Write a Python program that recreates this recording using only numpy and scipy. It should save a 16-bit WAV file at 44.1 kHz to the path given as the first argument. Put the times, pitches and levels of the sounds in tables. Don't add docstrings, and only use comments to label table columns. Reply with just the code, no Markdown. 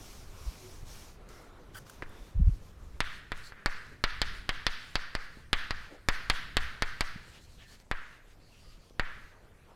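import sys
import numpy as np
from scipy import signal
from scipy.io import wavfile
from scipy.ndimage import uniform_filter1d

SR = 44100
rng = np.random.default_rng(int(sys.argv[2]) if len(sys.argv) > 2 else 0)


def waveform_to_disk(signal):
    frames = np.transpose(np.atleast_2d(signal))
    scaled = np.clip(frames, -1, 1) * 32767
    samples = np.round(scaled).astype(np.int16)
    wavfile.write(sys.argv[1], SR, samples)


def convert_level_to_amplitude(level_db):
    exponent = np.asarray(level_db, float) / 20
    return 10 ** exponent


N = 429975


def evened(x):
    return x / np.sqrt(np.mean(x ** 2) + 1e-20)


def read(points, hz):
    f, *columns = np.transpose(points)
    return [np.interp(np.log(hz + 1), np.log(f), c) for c in columns]


def follow(rows):
    s, *columns = np.transpose(rows)
    return [np.interp(np.arange(N) / SR, s, c) for c in columns]


def add(mix, s, sound):
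    part = mix[round(s * SR):][:len(sound)]
    part += sound[:len(part)]


def resonate(x, hz, width):
    turn = np.exp(2j * np.pi * np.cumsum(hz) / SR)
    r = np.exp(-np.pi * width / SR)
    return 2 * (turn * signal.lfilter([1 - r], [1, -r], x / turn)).real


def rung_twice(x, hz, width):
    return resonate(resonate(x, hz, width), hz, width)


def noise(colour, patchy_db, size=512):
    frames = 4 * N // size + 5
    hz = np.fft.rfftfreq(size, 1 / SR)
    a, b, patches = rng.standard_normal((frames, len(hz), 3)).T
    patches = uniform_filter1d(patches, size=9, axis=0)
    patches = evened(uniform_filter1d(patches, size=16, axis=1))
    z = (a + 1j * b) * convert_level_to_amplitude(read(colour, hz)[0][:, None] + patchy_db * patches)
    return evened(signal.istft(z, nperseg=size, noverlap=3 * size // 4)[1][:N])


def tail(bands, size, count):
    hz, t, z = signal.stft(rng.standard_normal(count), SR, nperseg=size)
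    db, t60 = read(bands, hz)
    decayed = z * convert_level_to_amplitude(db[:, None] - 60 * t / t60[:, None])
    return signal.istft(decayed, SR, nperseg=size)[1][:count]


def move(length, top):
    u = np.arange(0, length, 1 / SR) / length
    top = np.clip(top, .02, .98)
    rise_and_fall = np.where(u < top, u / top, (1 - u) / (1 - top))
    return np.sin(np.pi / 2 * rise_and_fall) ** 1.2


def uneven_slips(count):
    return rng.standard_normal(count), np.minimum(rng.exponential(1, count), 4)


# hz, t60_s, level_db
RINGS = [
    (1400, 0.0036, -10.5),
    (1887, 0.0034, -2),
    (3280, 0.0015, 5.5),
    (4550, 0.0026, 5.5),
    (7190, .0013, 9.5),
    (10120, 0.00065, 12),
    (13460, 0.00087, 3),
]
# hz, level_db, t60_s
SCATTER = [(300, -21.5, 0.14), (864, 1.5, 0.13), (1190, -6, 0.12), (2130, -2, 0.071), (4000, -4.5, 0.071),
           (7000, -3.5, 0.017), (13600, -4.5, .025)]
# hz, level_db, t60_s
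ROOM = [(300, -9.5, 1), (800, -10.5, 1), (1230, 0, 0.69), (1570, 2.5, .75), (2070, -5, 0.82),
        (2960, -4.5, 0.72), (5000, -7.5, 0.67), (7000, 4, 0.14), (13700, -1, 0.39)]
# delay_s, level_db
ECHOES = [(0.0126, -40), (0.0374, -21.5), (.062, -50)]


def tap(blow_db, low_db, high_db, tick_db, room_db):
    t = np.arange(30000) / SR
    u = t[:256]
    shares_db = 0, 0, low_db, high_db, tick_db, tick_db, tick_db
    peak_s = 0.00026
    rings = np.array([-np.cos(2 * np.pi * hz * (u - peak_s)) * convert_level_to_amplitude(db + share_db - 60 * u / t60)
                      for (hz, t60, db), share_db in zip(RINGS, shares_db)])
    rings *= np.sin(np.pi / 2 * np.clip(u / 0.00035, 0, 1)) ** 2
    rings[:2] *= np.clip(u / 0.0003, .3, 1)

    path = convert_level_to_amplitude(-18.5) * tail(SCATTER, size=64, count=len(t)) * np.clip(t / 0.00013, 0, 1)
    fill = np.clip((t - .018) / 0.045, .14, 1)
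    path += convert_level_to_amplitude(room_db - 32) * tail(ROOM, size=256, count=len(t)) * fill
    path[0] = 1
    path[round(rng.uniform(.00018, .00025) * SR)] += .6
    path[round(rng.uniform(.0031, .0039) * SR)] += .24
    sound = signal.oaconvolve(path, rings.sum(0))[:len(t)]

    snap_hz, snap_s, snap_t60 = 1713, .00034, .007
    snap = convert_level_to_amplitude(-6.5 - 0.38 * (tick_db + 23.5) - 60 * u / snap_t60) * np.cos(2 * np.pi * snap_hz * (u - snap_s))
    sound[:256] -= snap * np.clip(u / snap_s, 0, 1) ** 2

    board_ring = np.sin(2 * np.pi * 1720 * u[:110]) * signal.windows.hann(110)
    for delay, db in ECHOES:
        add(sound, delay, convert_level_to_amplitude(db) * board_ring)

    swing = .1 + 1 - np.exp(-(t / .052) ** 1.6)
    low_swing = np.cos(2 * np.pi * swing) * np.exp(-t / .055) + .45 * np.exp(-t / .002)
    low_swing *= (1 - np.exp((peak_s - t) / 0.0001)).clip(0)
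    return convert_level_to_amplitude(blow_db + 6.5) * (sound + convert_level_to_amplitude(-13.0) * low_swing)


# blow_db, low_ring_rel_db, high_ring_rel_db, tick_rel_db, room_rel_db
PICK_UP = (-29, -30, -36, -23, -5)
# start_s, blow_db, low_ring_rel_db, high_ring_rel_db, tick_rel_db
TAPS = [(3.0036, -18, 1, -30.5, -11.5), (3.318, -23.5, -8, -45, -18.5), (3.5208, -38.5, -40, -28, -36),
        (3.6589, -15.5, -27, -12.5, -15), (4.0386, -15.5, -2.5, -13.5, -16), (4.2161, -18, -1, -7.5, -11.5),
        (4.491, -19, 0, -14.5, -13), (4.6657, -18.5, 2, -6.5, -11.5), (4.9544, -18, -5.5, -8.5, -15.5),
        (5.1505, -20, -40, -9.5, -17.5), (5.5297, -15, 1.5, -23, -12.5), (5.7068, -20.5, -42, -9, -20),
        (6.0857, -13, -9.5, -14, -12.5), (6.2985, -15.5, 2, -16, -9), (6.568, -15, -1.5, -18, -11),
        (6.8214, -16.5, -8.5, -13.5, -13), (7.0072, -17, -10.5, -10.5, -11),
        (7.9126, -18.5, -14.5, -28, -20.5), (8.9953, -16, -16.5, -30, -23)]


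def landings():
    out = np.zeros(N)
    lag_s = 0.000938
    add(out, 2.022 + lag_s, tap(*PICK_UP))
    for s, blow_db, *shares_db in TAPS:
        room_db = 1.8 + 0.65 * max(-22.5 - blow_db, 0)
        add(out, s + lag_s, tap(blow_db, *shares_db, room_db))
    return out


# start_s, length_s, fizz_db, stick_resonance_hz, drag_rel_db
STROKES = [(3.065, 0.15, -68, 4400, 7), (3.333, 0.095, -62.5, 3700, -2), (3.404, .11, -59.5, 4340, -17),
           (3.723, 0.072, -77, 3980, -2), (3.848, .12, -77, 4060, -5), (4.3, 0.13, -72, 4000, -2),
           (4.74, 0.28, -68.5, 3800, 4), (5.195, 0.076, -69, 4190, -3), (5.287, 0.16, -73, 4130, -1),
           (5.742, 0.16, -76, 3750, 14), (5.9, 0.073, -74, 3760, 4), (7.202, 0.16, -70.5, 4340, 3),
           (7.313, 0.093, -66.5, 3500, 8.5), (7.387, 0.084, -66, 4200, -5), (7.444, 0.16, -67.5, 4500, -5),
           (7.57, 0.1, -72, 3630, 16), (7.647, 0.14, -61.5, 4530, -1.5), (7.771, 0.066, -69, 4400, 1),
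           (8.045, .16, -78, 3650, 6), (8.252, .11, -73, 3660, 2), (8.387, 0.29, -71.5, 4540, -2),
           (8.562, 0.26, -71, 4650, 3), (8.79, 0.13, -72.5, 4670, .6), (9.132, 0.24, -79, 3900, 6)]
# multiple_of_resonance, width_hz, level_db
STICK = [(1, 603, 3), (1.72, 1400, -12), (2.4, 1400, -17.5), (2.9, 1567, -18)]
# hz, level_db_per_hz
GRIT = [(200, 3), (1000, 0), (1800, 2.5), (3000, 7), (8000, -15), (16000, -27)]
# hz, level_db_per_hz
FIZZ = [(2000, -19), (4000, 8.5), (7000, 5), (12000, -3.5), (15000, -9), (16500, -17)]


def strokes():
    speed, load = np.zeros(N), np.zeros(N)
    u = np.arange(SR // 2) / SR
    wait_s, rise_s, fall_s = 0.059, 0.048, 0.13
    pull = (1 - np.exp(-(u / rise_s) ** 2)) * np.exp(-u / fall_s)
    for s, blow_db, _, _, tick_db in TAPS:
        add(speed, s + wait_s, convert_level_to_amplitude(-43 + blow_db + 0.31 * tick_db) * pull)
    load += convert_level_to_amplitude(5.5) * speed
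    for s, length, db, _, drag_db in STROKES:
        add(speed, s, convert_level_to_amplitude(db) * move(length, 0.59))
        add(load, s, convert_level_to_amplitude(db + drag_db) * move(length, 0.59))

    stroke_hz = [(s + length / 2, hz) for s, length, _, hz, _ in STROKES]
    pull_hz = [(row[0] + rise_s, 3900) for row in TAPS]
    hz, = follow(sorted(stroke_hz + pull_hz))
    slips, spread = uneven_slips(N)
    slips = slips * convert_level_to_amplitude(2.5 * spread)
    ring = sum(convert_level_to_amplitude(db) * evened(rung_twice(slips, k * hz, width)) for k, width, db in STICK)
    drag, fizz = noise(GRIT, patchy_db=1.5), noise(FIZZ, patchy_db=2.1)
    return speed * (1.08 * fizz + convert_level_to_amplitude(-7.0) * ring) + load * drag


# start_s, level_db, pitch_hz
CRUMBS = [
    (1.29, -38, 7000),
    (2.095, -45, 11100),
    (3.377, -39, 9000),
    (3.868, -40, 5000),
    (7.801, -39, 5000),
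    (8.898, -43, 4470),
]


def crumbs():
    out, u = np.zeros(N), np.arange(64) / SR
    for s, db, hz in CRUMBS:
        add(out, s, convert_level_to_amplitude(db - 60 * u / 0.0013) * np.sin(2 * np.pi * hz * u))
    return out


# start_s, length_s, fine_rub_db, fastest_point_share (0-1)
RUB = [(-.15, 0.5, -55, 0.43), (0.255, 0.32, -55.5, 0.72), (.5, 0.4, -56, 0.31), (0.845, 0.34, -53.5, 0.19),
       (1.285, 0.24, -61.5, 0), (1.724, 0.13, -61.5, 0.3), (1.846, 0.2, -61, 0.18), (2.02, .33, -65.5, 0.7),
       (2.407, 0.19, -67.5, 0.8), (2.578, 0.15, -67.5, 0.65), (2.77, 0.37, -76, 0.2),
       (9.67, 0.08, -77, 0.2)]
# hz, level_db_per_hz
FINE = [(1180, -3), (2000, -7.5), (2280, -1), (2460, -4), (3980, -4), (5780, -1.5), (7570, -7.5),
        (13100, -11.5), (15200, -16), (16000, -23)]
# start_s, coarse_rub_db
ARM = [(0, -60), (.7, -61.5), (1.15, -62), (1.3, -58), (1.75, -60), (1.85, -63), (2.15, -55.5), (2.36, -65),
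       (2.99, -64.5)]
# hz, level_db_per_hz
COARSE = [(120, -39), (200, -9), (254, -4), (414, 1), (499, -4), (1310, -8), (3070, -21), (4000, -21),
          (5200, -42), (8800, -120)]


def shirt():
    arm_moves = np.arange(N) / SR < ARM[-1][0]
    slide = convert_level_to_amplitude(-77) * arm_moves
    for s, length, db, top in RUB:
        heard = move(length, top)[round(max(-s, 0) * SR):]
        add(slide, max(s, 0), convert_level_to_amplitude(db) * heard)
    fine, coarse = noise(FINE, patchy_db=1.3), noise(COARSE, patchy_db=1.4)
    return slide * fine + arm_moves * convert_level_to_amplitude(follow(ARM)[0]) * coarse


def pulses(events):
    out, t = np.zeros(N), np.arange(-3000, 3000) / SR
    for s, db, hz, cycles in events:
        envelope = np.exp(-(1.55 * t * hz / cycles) ** 2)
        add(out, s + t[0], convert_level_to_amplitude(db) * np.sin(2 * np.pi * hz * t + 3.1) * envelope)
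    return out


# centre_s, level_db, pitch_hz, length_cycles
BUMPS = [(0.482, -27.5, 51.3, 1.2), (0.834, -37.5, 91, 0.8), (2.363, -25.5, 84, 1.45),
         (2.385, -17.5, 35.3, 0.57), (2.403, -21.5, 154, 1.54), (2.424, -13.5, 53, 0.98),
         (2.455, -16, 34.5, .8), (2.478, -9.5, 56, 0.52), (2.49, -20.5, 116, 1.16), (2.41, -41, 255, 3),
         (2.495, -42, 263, 2), (2.523, -24, 40, 1.3), (7.162, -33.5, 162, 0.84)]


def bumps():
    return pulses(BUMPS)


# start_s, level_db, length_s, spit_rel_db
SCRAPES = [
    (1.743, -44.5, 0.023, -14),
    (1.762, -45, 0.031, -8),
    (1.865, -48, 0.0041, -18),
    (1.896, -47, 0.0071, -5.5),
    (2.029, -48, 0.0092, -42),
]
# hz, width_hz, level_db
EDGE = [(1430, 96, -5.5), (3060, 140, -12.5), (4770, 55, -16), (5800, 49, -25), (7550, 170, -24)]


def scrapes():
    count_all = N // 4
    slips, spit = np.zeros((2, count_all))
    for s, db, length, spit_db in SCRAPES:
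        count = round(length * SR)
        run = convert_level_to_amplitude(db + 4.1 * rng.standard_normal(2000)) * rng.choice([-1, 1], 2000)
        run = run[:count] * signal.windows.tukey(count, .4)
        add(slips, s, run)
        add(spit, s, convert_level_to_amplitude(spit_db) * run)
    flat = np.ones(count_all)
    ring = sum(convert_level_to_amplitude(db + 14.5) * rung_twice(slips, hz * flat, width + 550) for hz, width, db in EDGE)
    return np.pad(ring + resonate(spit, 8500 * flat, 8000), (0, N - count_all))


# start_s, length_s, level_db, pitch_hz, width_hz
CREAKS = [(0.302, .35, -63.5, 1070, 200), (1.172, 0.57, -64.5, 1330, 250), (1.279, 0.23, -66, 2050, 300),
          (2.045, 0.38, -70, 3540, 250), (2.76, 0.25, -70, 1160, 300), (3.419, 0.11, -57.5, 4350, 700),
          (5.883, 0.12, -55, 444, 400), (7.578, 0.22, -64, 1750, 300), (8.384, .18, -70, 4500, 800),
          (8.498, 0.15, -66, 2730, 900), (8.578, 0.25, -72, 1230, 120), (8.583, 0.22, -68, 4700, 700),
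          (8.776, 0.14, -72, 4550, 700), (7.247, .12, -70, 8000, 1500), (7.68, .1, -77, 7600, 1500),
          (9.327, 0.25, -64, 500, 510), (9.67, 0.1, -61.5, 900, 890)]


def creaks():
    out = np.zeros(N)
    for s, length, db, hz, width in CREAKS:
        speed = move(length, 0.34)
        slips, spread = uneven_slips(len(speed))
        slips = slips * convert_level_to_amplitude(3.0 * spread)
        ring = rung_twice(slips, hz * np.ones(len(speed)), width)
        add(out, s, convert_level_to_amplitude(db) * speed * evened(ring))
    return out


# centre_s, level_db, pitch_hz, length_cycles
KNOCKS = [(0.665, -49.5, 369, 21), (2.218, -39.5, 37.2, 1.6), (2.028, -28.5, 300, 0.41),
          (5.372, -38.5, 196, 0.39), (5.93, -50, 290, 8.2), (8.909, -40.5, 262, 0.34),
          (9.719, -47, 604, 0.89)]


def knocks():
    return pulses(KNOCKS)


# start_s, rumble_db
RUMBLE = [(0.0, -50), (0.11, -55.5), (0.49, -55), (2.06, -56.5), (2.2, -58.5), (2.41, -51.5), (2.69, -52.5),
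          (3.09, -54.5), (3.64, -61.5), (4.24, -51), (5.35, -60.5), (6.41, -53.5), (6.63, -52), (6.92, -58),
          (8.17, -63), (8.91, -62), (9.15, -59), (9.75, -64)]
# hz, level_db_per_hz
RUMBLE_COLOUR = [(8, -11), (25, 1), (45, -6.5), (90, -9.5), (180, -18.5), (400, -30), (1000, -64)]


def rumble():
    return convert_level_to_amplitude(follow(RUMBLE)[0] + 5.5) * noise(RUMBLE_COLOUR, patchy_db=2.5, size=2048)


# hz, level_db_per_hz
AIR = [(59, -25), (100, -0.5), (289, -13), (433, -8.5), (768, -16.5), (1330, -17.5), (2420, -23.5),
       (10900, -34.5), (15000, -39.5), (16000, -52)]


def air():
    return convert_level_to_amplitude(-63.0) * noise(AIR, patchy_db=3)


def scene():
    chalk = landings() + strokes() + crumbs()
    wearer = shirt() + bumps() + scrapes() + creaks()
    return (chalk + wearer + knocks() + rumble() + air())[None]


def band_limit(x):
    return signal.sosfilt(signal.butter(12, 16830, fs=SR, output="sos"), x)


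def record(dry):
    low_pass = signal.firwin(255, 16650, window=("kaiser", 8), fs=SR)
    limited = signal.oaconvolve(dry, low_pass[None], "same")
    return band_limit(limited)


dry = scene()
out = record(dry)
waveform_to_disk(out)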